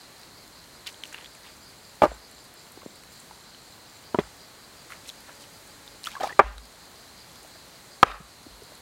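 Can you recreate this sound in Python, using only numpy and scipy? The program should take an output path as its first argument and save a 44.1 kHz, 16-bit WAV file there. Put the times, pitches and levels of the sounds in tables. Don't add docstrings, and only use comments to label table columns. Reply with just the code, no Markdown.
import sys
import numpy as np
from scipy import signal
from scipy.io import wavfile
from scipy.ndimage import uniform_filter1d

SR = 44100
rng = np.random.default_rng(int(sys.argv[2]) if len(sys.argv) > 2 else 0)


def file_out(sig):
    cols = np.atleast_2d(sig).T
    lim = np.clip(cols, -1, 1)
    pcm = np.round(lim * 32767).astype(np.int16)
    wavfile.write(sys.argv[1], SR, pcm)


def ratio(d):
    e = np.asarray(d, float) / 20
    return 10 ** e


N = 388517
DRIP_T60_S = 0.016


def band(x, hz, width):
    edges = np.clip([hz - width / 2, hz + width / 2], hz / 4, SR / 2.2)
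    return signal.lfilter(*signal.butter(2, edges, "band", fs=SR), x)


def unit(x):
    return x / np.sqrt(np.mean(x ** 2))


def noise_band(count, hz, width):
    return unit(band(rng.standard_normal(count), hz, width))


def add(out, s, x):
    i = int(s * SR)
    out[i:i + len(x)] += x[:len(out) - i]


def fade(t60):
    t = np.arange(int(t60 * SR) + 8) / SR
    return t, 1000. ** (-t / t60)


def ring(hz, t60, rise=0.):
    t, env = fade(t60)
    return np.sin(2 * np.pi * hz * t) * env * (1 - np.exp(-t / (rise + 1 / SR)))


def walk(rate):
    k = int(SR / rate)
    steps = np.repeat(rng.standard_normal(N // k + 1), k)
    return unit(uniform_filter1d(uniform_filter1d(steps, k), k)[:N])


def forest():
    # pitch_hz, density_db (per Hz)
    spectrum = [(15, -31), (25, -4.5), (43, 0.5), (256, -1.5), (335, -3), (1020, -4), (1100, -5),
                (2160, -7), (2480, -11.5), (3720, -12.5), (4140, -1.5), (5280, -13), (7110, -11),
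                (14800, -20.5), (16000, -22.5)]
    knots_hz, knots_db = np.transpose(spectrum)
    swell = walk(0.55)
    out = np.zeros(N)
    for hz in 30 * 2 ** np.arange(0, 9.1, 0.5):
        density_db = np.interp(np.log(hz), np.log(knots_hz), knots_db)
        flicker_db = (0.4 + hz / 20000) * walk(9)
        db = density_db + 10 * np.log10(hz) + 0.5 * swell + flicker_db
        out += ratio(db) * noise_band(N, hz, hz / 2.69)
    return ratio(-50.5) * unit(out)


def chorus():
    # pitch_hz, width_hz, level_db, throb_depth_db
    voices = [(4180, 500, -59, 0), (4750, 450, -63, 5.5), (6700, 1100, -70, 1)]
    throb_s, throb_peak_s = 0.184, 0.024
    t = np.arange(N) / SR
    throb = np.cos(2 * np.pi * (t - throb_peak_s) / throb_s)
    out = np.zeros(N)
    for hz, width, db, depth_db in voices:
        flicker_db = walk(3) + 1.3 * walk(40)
        out += ratio(db + depth_db * throb + flicker_db) * noise_band(N, hz, width)
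    return out


def cricket():
    # time_s, level_db
    loudness = [(0, -70), (1, -65), (2.3, -59), (4, -60), (4.6, -70), (8.81, -67.5)]
    chirp_s, chirp_start_s, chirp_share = 0.2645, 0.178, 0.56
    stroke_hz, wing_hz = 53, 7320
    t = np.arange(N) / SR
    singing = (t - chirp_start_s) / chirp_s % 1 < chirp_share
    chirp = uniform_filter1d(1. * singing, 400)
    strokes = np.sin(np.pi * stroke_hz * t) ** 2
    level_db = np.interp(t, *np.transpose(loudness)) + 1
    return ratio(level_db) * chirp * strokes * noise_band(N, wing_hz, 160)


def patter():
    drops_per_s, pitch_hz, level_db = 10, 5500, -52
    out = np.zeros(N)
    t, env = fade(DRIP_T60_S)
    for when, size, tone in rng.random((drops_per_s * N // SR, 3)):
        hz = pitch_hz * 2 ** (2.2 * (tone - 0.5))
        add(out, when * N / SR, ratio(level_db + 5 * size) * env * noise_band(len(t), hz, 0.6 * hz))
    return out


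def leaf_ticks():
    # start_s, level_db, pitch_hz
    ticks = [(0.181, -43, 6830), (0.9264, -39, 7340), (1.075, -39, 8440), (1.1293, -35, 6840),
             (1.3504, -40, 9160), (1.5668, -42, 7460), (2.1465, -46, 7900), (2.5396, -42, 11800),
             (2.7196, -38, 10300), (2.9572, -41, 9500), (3.1193, -46, 7040), (3.1298, -45, 8340),
             (3.2014, -39, 8330), (5.0459, -47, 8080), (5.0754, -37, 8940), (5.085, -39, 7370),
             (5.2051, -43, 10600), (5.4196, -41, 7700), (5.6745, -43, 9420), (6.2093, -43, 8140),
             (6.2334, -43, 6540), (6.2577, -41, 8280), (6.8538, -45, 9000), (7.3163, -44, 7420),
             (7.43, -41, 8410), (8.752, -40, 8460), (1.4321, -44, 5700), (2.8519, -43, 7280),
             (2.0348, -33, 8140), (6.0352, -38, 8220), (6.2786, -41, 9240), (6.3215, -45, 6780),
             (1.0545, -41, 7350), (1.645, -46, 8000)]
    out = np.zeros(N)
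    t, env = fade(DRIP_T60_S)
    for s, db, hz in ticks:
        add(out, s, ratio(db - 4) * env * noise_band(len(t), hz, 0.4 * hz))
    return out


def film_snaps():
    # start_s, level_db, pitch_hz, spray_db (above 6 kHz)
    pops = [(0.2329, -35.5, 4200, -53), (0.4783, -39, 4170, -41), (0.8634, -36, 4730, -50),
            (0.8684, -26, 3660, -34), (0.8724, -28, 4560, -39), (0.8764, -24, 2950, -44),
            (0.8884, -35, 3040, -50), (0.9438, -35.5, 3220, -54), (1.0365, -22, 3100, -34),
            (1.0544, -34, 2800, -47), (1.1268, -30, 1550, -37), (1.1448, -23.5, 2750, -52),
            (1.2101, -37, 2840, -55), (1.2451, -30.5, 3300, -47), (1.2594, -33.5, 3360, -55),
            (1.4701, -42, 2190, -45), (3.036, -38, 2100, -38), (3.5468, -36, 3080, -55),
            (4.9114, -37, 1360, -47), (4.9207, -27, 2090, -49), (4.9334, -34, 2080, -55),
            (5.0918, -23, 3880, -44), (5.0993, -24, 3430, -49), (5.2939, -35, 1340, -54),
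            (5.8775, -30.5, 3660, -49), (6.0334, -38, 3830, -48), (6.0412, -25.5, 4170, -38),
            (6.116, -41, 3550, -37), (6.5809, -29.5, 1450, -43), (6.6544, -38, 4280, -37)]
    # start_s, level_db, pitch_hz, t60_s,
    # spray_db (above 6 kHz)
    snaps = [(6.0495, -34, 2900, 0.012, -38), (6.0505, -39, 5400, .008, -50),
             (6.07, -21.5, 3400, 0.013, -34), (6.0706, -35, 5500, 0.0087, -50),
             (6.128, -36, 3100, .015, -44), (6.2065, -32, 3100, .01, -42), (6.2335, -29, 3700, 0.017, -40),
             (6.275, -31, 4000, 0.013, -37), (2.1165, -26, 680, 0.015, -60), (5.44, -38, 3040, .008, -60),
             (7.294, -43, 3400, .008, -60), (7.357, -38.5, 3400, .008, -52),
             (6.5809, -29, 3900, 0.011, -50), (6.0585, -23, 3030, 0.012, -45),
             (1.1454, -25, 1600, 0.0058, -50), (1.037, -32, 4600, 0.0068, -52),
             (4.9213, -33, 1400, 0.022, -50), (1.1852, -33, 2900, .009, -55),
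             (1.2234, -37, 3070, .008, -55)]
    films = []
    for s, db, hz, spray_db in pops:
        t60 = 0.0085 + 0.00017 * (db + 35)
        films.append((s, db, hz, t60, spray_db))
    out = np.zeros(N)
    t, env = fade(0.007)
    for s, db, hz, t60, spray_db in films + list(snaps):
        add(out, s, ratio(db) * ring(hz, t60, rise=0.0001))
        add(out, s, ratio(db - 7) * env * noise_band(len(t), hz, 0.87 * hz))
        add(out, s, ratio(spray_db - 3.5) * env * noise_band(len(t), 9000, 7000))
    return out


def crackle(count, length, hz):
    spread_octaves, grain_cycles, scatter_db = 0.45, 9, 2
    when, size, phase = rng.random((count, 3)).T
    pitch = hz * 2 ** (spread_octaves * rng.standard_normal(count))
    pitch = np.clip(pitch, 100, 13000)[:, None]
    t = np.arange(400) / SR
    grain_db = -60 * t * pitch / grain_cycles - scatter_db * np.log(size)[:, None]
    grains = np.sin(2 * np.pi * (pitch * t + phase[:, None])) * ratio(grain_db)
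    place = (when * length * SR).astype(int)[:, None] + np.arange(len(t))
    return unit(np.bincount(place.ravel(), grains.ravel(), int(length * SR) + len(t)))


def squelch():
    # start_s, length_s, level_db, centre_hz
    bursts = [(.86, .045, -43.5, 3430), (.868, .012, -49, 7500), (.879, .046, -57, 8000),
              (1.033, .13, -58, 6860), (1.118, .17, -52, 2480), (1.439, .1, -53.5, 3020),
              (2.018, .04, -36, 2700), (2.018, .05, -52, 7500), (3.1, .24, -62, 9000),
              (4.187, .025, -43, 2300), (4.895, .084, -50.5, 1900), (4.893, .06, -57, 8500),
              (5.051, .075, -54, 3800), (5.08, .02, -48, 7000), (5.273, .054, -51.5, 1530),
              (5.393, .07, -53.5, 5000), (6.045, .053, -47, 8000), (6.061, .043, -46.5, 2500),
              (6.1, .082, -50, 3260), (6.205, .028, -50, 3500), (6.199, .097, -42, 1020),
              (6.228, .045, -45, 5000), (6.25, .065, -49, 3000), (6.291, .04, -46, 1200),
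              (8.05, .1, -48, 2600)]
    out = np.zeros(N)
    for s, length, db, hz in bursts:
        grains_per_s = 900 * np.sqrt(hz / 1000)
        grains = crackle(int(length * grains_per_s) + 2, length, hz)
        swell = np.sin(np.pi * np.linspace(0, 1, len(grains)) ** 0.45)
        add(out, s, ratio(db + 2.5) * swell * grains)
    return out


def fly():
    # closest_s, wingbeat_hz, level_db, fading_db_per_s (away from closest_s)
    passes = [(1.08, 302, -59, 50), (5.42, 286.8, -60, 45), (5.86, 282, -60, 50), (7.72, 303, -68, 70)]
    harmonics = [-1.5, 0, -1, -14, -7]
    s, hz, peak, fading = np.transpose(passes)
    t = np.arange(N) / SR
    db = np.max(peak[:, None] - fading[:, None] * np.abs(t - s[:, None]), axis=0)
    wingbeat_hz = np.interp(t, s, hz) * (1 + 0.006 * walk(15))
    phase = 2 * np.pi * np.cumsum(wingbeat_hz) / SR
    buzz = sum(ratio(d) * np.sin((k + 1) * phase) for k, d in enumerate(harmonics))
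    return ratio(db + 1.5 * walk(12)) * buzz


def chips():
    # start_s, level_db, pitch_hz, t60_s
    splinters = [(2.0195, -26, 2100, .012), (2.0215, -24, 1600, .012), (2.025, -34, 2900, .01),
                 (2.0348, -30, 2500, .01), (2.048, -34, 2700, .012), (2.054, -32, 4000, .01),
                 (2.063, -24, 700, .015), (2.078, -34, 1100, .012), (4.1465, -38, 3600, .01),
                 (4.157, -34, 1200, .012), (4.161, -36, 900, .01), (4.1935, -28, 3400, .014),
                 (4.202, -36, 2400, .012), (4.2065, -42, 4700, .01), (4.213, -34, 700, .01),
                 (6.2085, -36, 4100, .012), (6.227, -40, 3600, .008), (6.234, -33, 4700, .01),
                 (6.244, -39, 3900, .01), (6.26, -39, 3600, .012), (6.306, -41, 4300, .012),
                 (6.307, -41, 3200, .01), (6.326, -40, 2700, .008), (8.0415, -20, 1400, .012),
                 (8.044, -26, 400, .02), (8.049, -30, 1500, .01), (8.062, -31, 1500, .01),
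                 (8.068, -33, 1600, .01), (8.109, -36, 1300, .01), (8.116, -33, 1900, .01),
                 (8.194, -40, 1320, .012), (1.047, -38, 2900, .008), (1.094, -40, 4700, .008),
                 (1.137, -40, 3100, .008), (1.187, -38, 1200, .01), (1.2105, -40, 1800, .008),
                 (1.245, -37, 2400, .008), (1.252, -38, 3500, .01), (1.263, -38, 3900, .01),
                 (1.351, -40, 2600, .008), (1.471, -39, 3200, .008), (4.9215, -36, 2600, .012),
                 (4.925, -38, 1700, .012), (2.118, -34, 480, .02), (6.296, -38, 2600, .008)]
    out = np.zeros(N)
    for s, db, hz, t60 in splinters:
        add(out, s, ratio(db) * ring(hz, t60, rise=0.0003))
        add(out, s, ratio(db - 6) * ring(1.13 * hz, 0.7 * t60))
    return out


def nudges():
    # start_s, level_db, pitch_hz, t60_s
    presses = [(1.227, -49, 500, 0.015), (2.774, -40.5, 348, 0.021), (2.818, -47, 1120, 0.029),
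               (2.831, -47, 570, 0.02), (2.861, -30.5, 234, 0.015), (3.31, -43, 886, 0.025),
               (5.177, -48, 750, 0.015), (6.459, -39, 1140, 0.025), (7.447, -45, 651, 0.021),
               (7.556, -47, 649, 0.022), (8.1155, -34, 1500, 0.012), (8.2015, -36, 150, 0.04),
               (8.464, -41, 290, 0.035), (8.619, -43, 415, 0.031), (8.719, -47.5, 606, 0.023)]
    out = np.zeros(N)
    for s, db, hz, t60 in presses:
        add(out, s, -ratio(db + 10) * ring(hz, t60, rise=0.001))
        add(out, s, ratio(db - 4) * ring(2.46 * hz, t60 * 0.42))
        t, env = fade(t60)
        add(out, s, ratio(db - 3) * env * noise_band(len(t), 1.3 * hz, 1.5 * hz))
    return out


def stone_blows():
    # (grit_db, grit_t60_s, grit_hz, crack_db, echo_db)
    rocking_stone = ( [(200, -21, .04), (364, -6.5, 0.035), (610, 6, 0.014), (813, -3, 0.023),
                     (1180, -2, 0.023), (1630, -24, .015), (2300, -15, .014), (2760, -15, .014),
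                     (4000, -28, .02)], [(2.0195, -3, 0.45), (2.0208, -3, .4), (2.0235, -13, 0.47),
                     (2.0312, -8, 0.49), (2.036, -1, 0.5), (2.0395, -12, 0.33), (2.046, -12.5, 0.37),
                     (2.0525, -12.5, 0.31), (2.0545, -13, .4), (2.061, -20, 0.61)],
                     (-27, 0.09, 900, -36, -9))
    small_stone = ( [(270, -9, .025), (400, 3, 0.015), (620, -1.5, 0.017), (964, 1, 0.019),
                   (1250, -3, 0.015), (2000, -16, 0.012), (3000, -7, 0.012)], [(4.141, -31, 1),
                   (4.1456, -8.5, 0.4), (4.154, -24, 0.37)], (-20.5, 0.0063, 700, -30, 0))
    small_stone_tipped = ( [(220, -5, .035), (376, 2, .022), (598, -5, .02), (950, -8, .018),
                          (1500, -22, .015), (1960, -10, .015), (2450, -20, .03), (3150, -20, 0.012)],
                          [(4.187, -6, 0.23), (4.194, -19, 0.4), (4.199, -25, .5), (4.206, -28, 0.62)],
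                          (-18.5, 0.02, 1000, -37, -16))
    flat_stone = ( [(202, -24, 0.032), (431, -16, .04), (560, -8, .03), (663, -7.5, .04), (815, -8, .03),
                  (931, -3.5, .035), (1163, -1.5, .03), (1448, -29, .04), (2310, -9, 0.031),
                  (2756, -23.5, .03), (3768, -32, .03)], [(6.3922, 5.5, 0.4), (6.3972, 3, 0.41),
                  (6.405, -13, 0.35)], (-23, 0.09, 1001, -32, -3))
    heavy_stone = ( [(260, -26, 0.025), (350, -12, .03), (562, -4, 0.016), (800, 1, 0.017),
                   (1000, 0, 0.016), (1230, 0, 0.019), (1630, -9, .025), (1960, -15, 0.025),
                   (2700, -8, 0.015), (3190, -4, .012), (4100, -9, .01), (6000, -2, .008)],
                   [(8.0289, -1, .2), (8.0297, 7, .3), (8.0313, -1, 0.5), (8.0335, -13, 0.4),
                   (8.061, -32, .2)], (-33, 0.08, 1196, -24, 0))
    out, blows = np.zeros(N), np.zeros(N)
    for modes, contacts, finish in (rocking_stone, small_stone, small_stone_tipped, flat_stone, heavy_stone):
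        grit_db, grit_t60, grit_hz, crack_db, echo_db = finish
        for s, db, push_ms in contacts:
            spot = ratio(0.97 * rng.standard_normal(len(modes)))
            push = np.hanning(int(push_ms * SR / 1000) + 3)
            push = push / push.sum()
            for (hz, mode_db, t60), weight in zip(modes, spot):
                mode = np.convolve(ring(hz, t60, rise=0.00074), push)
                add(out, s, -ratio(db + mode_db) * weight * mode)
            add(blows, s, [ratio(db + echo_db)])
            t, env = fade(0.017)
            add(out, s, ratio(db + crack_db) * env * band(rng.standard_normal(len(t)), 4800, 6500))
            t, env = fade(grit_t60)
            grit = band(rng.standard_normal(len(t)), grit_hz, 1.62 * grit_hz)
            grit = unit(band(grit, grit_hz, 1.7 * grit_hz))
            add(out, s, ratio(db + grit_db + 7) * env * (1 - np.exp(-t / 0.00086)) * grit)
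    return out, blows


def trees(blows):
    # pitch_hz, level_db, t60_s, build_up_s
    echoes = [(400, -43, 0.28, 0.043), (1100, -35, 0.42, 0.045), (2300, -40, 0.34, .05),
              (5000, -42, 0.2, 0.064)]
    tail = np.zeros(SR)
    for hz, db, t60, build in echoes:
        t, env = fade(t60)
        shape = env ** 1.25 * (1 - np.exp(-t / build)) ** 2
        flutter = ratio(8 + 1.2 * walk(200)[:len(t)])
        add(tail, 0.004, ratio(db) * shape * flutter * noise_band(len(t), hz, hz))
    return signal.fftconvolve(blows, tail)[:N]


def stones():
    struck, blows = stone_blows()
    bass_cut = signal.butter(2, 170, "high", fs=SR, output="sos")
    return signal.sosfilt(bass_cut, chips() + nudges() + struck) + trees(blows)


def ground():
    # start_s, level_db, pitch_hz
    shakes = [(2.021, -29, 90), (2.07, -33.5, 55), (4.146, -38, 100), (4.188, -36, 100), (4.2, -43, 55),
              (6.395, -32, 90), (6.432, -23, 52.5), (6.55, -35, 54), (8.028, -24, 115), (8.06, -32.5, 47.5),
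              (8.201, -44.5, 60.3), (8.47, -47, 95), (8.499, -45, 50), (8.621, -48, 90)]
    rise_s, t60_s = 0.016, 0.27
    out = np.zeros(N)
    for s, db, hz in shakes:
        slow = (55 / hz) ** 2.4
        add(out, s, ratio(db + 5.5) * ring(hz, t60_s * slow, rise_s * slow ** 1.4))
    return out


def gulps():
    # start_s, level_db, start_hz, length_s, climb_share
    pockets = [(6.0712, -22, 1285, .0063, .07), (6.075, -42, 1140, .021, .1), (6.136, -43, 800, .015, .2),
               (6.1525, -29, 1600, .0085, .04), (6.1525, -28.5, 1000, .0034, .13),
               (6.163, -30, 1060, .017, .11), (6.18, -40, 1000, .01, .1), (6.2, -34, 480, .0073, .3),
               (6.2055, -22, 660, .015, .35), (6.211, -36, 2200, .006, .02), (6.2335, -19, 490, .007, .7),
               (6.234, -25, 1250, .022, .01), (6.236, -32, 1900, .007, .02), (6.2395, -19, 760, .011, .15),
               (6.248, -28, 720, .012, .1), (6.254, -28, 950, .009, .1), (6.221, -33, 1750, .009, .03),
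               (6.264, -35, 450, .007, .2), (6.27, -26, 600, .009, .6), (6.27, -37, 2300, .011, .02),
               (6.28, -38, 1050, .008, .1), (6.288, -34, 1150, .009, .15), (6.2945, -30, 1720, .007, .03),
               (6.3, -39, 600, .014, .05), (6.303, -31, 1720, .01, .03), (6.322, -39, 400, .01, .2),
               (6.3255, -33, 1900, .009, .03)]
    out = np.zeros(N)
    for s, db, start_hz, length, climb in pockets:
        u = np.linspace(0, 1, int(length * SR))
        wobble = unit(uniform_filter1d(rng.standard_normal(2000), 60))
        phase = 2 * np.pi * np.cumsum(start_hz * (1 + climb * u)) / SR
        swell = np.sin(np.pi * u ** 0.57)
        add(out, s, ratio(db) * np.sin(phase) * swell * ratio(-2.5 + 2.4 * wobble[:len(u)]))
    return out


def scene():
    mud = leaf_ticks() + film_snaps() + squelch() + gulps()
    air = forest() + chorus() + cricket() + patter() + fly()
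    return (air + mud + stones() + ground())[None]


def band_limit(x):
    return signal.sosfilt(signal.butter(12, 16850, fs=SR, output="sos"), x)


def record(dry):
    duck_db, release_s = -5.5, 0.15
    excess = np.clip(np.abs(dry[0]) - 0.7, 0, 0.6)
    overload = uniform_filter1d(excess, 300, origin=149)
    keep = np.exp(-1 / (release_s * SR))
    memory = signal.lfilter([1], [1, -keep], overload) / 18
    x = dry * ratio(duck_db * np.tanh(memory))
    x = signal.sosfilt(signal.butter(2, 42, "high", fs=SR, output="sos"), x)
    x = signal.sosfilt(signal.ellip(10, 0.1, 60, 15850, fs=SR, output="sos"), x)
    return band_limit(np.clip(x, -1, 1))


dry = scene()
out = record(dry)
file_out(out)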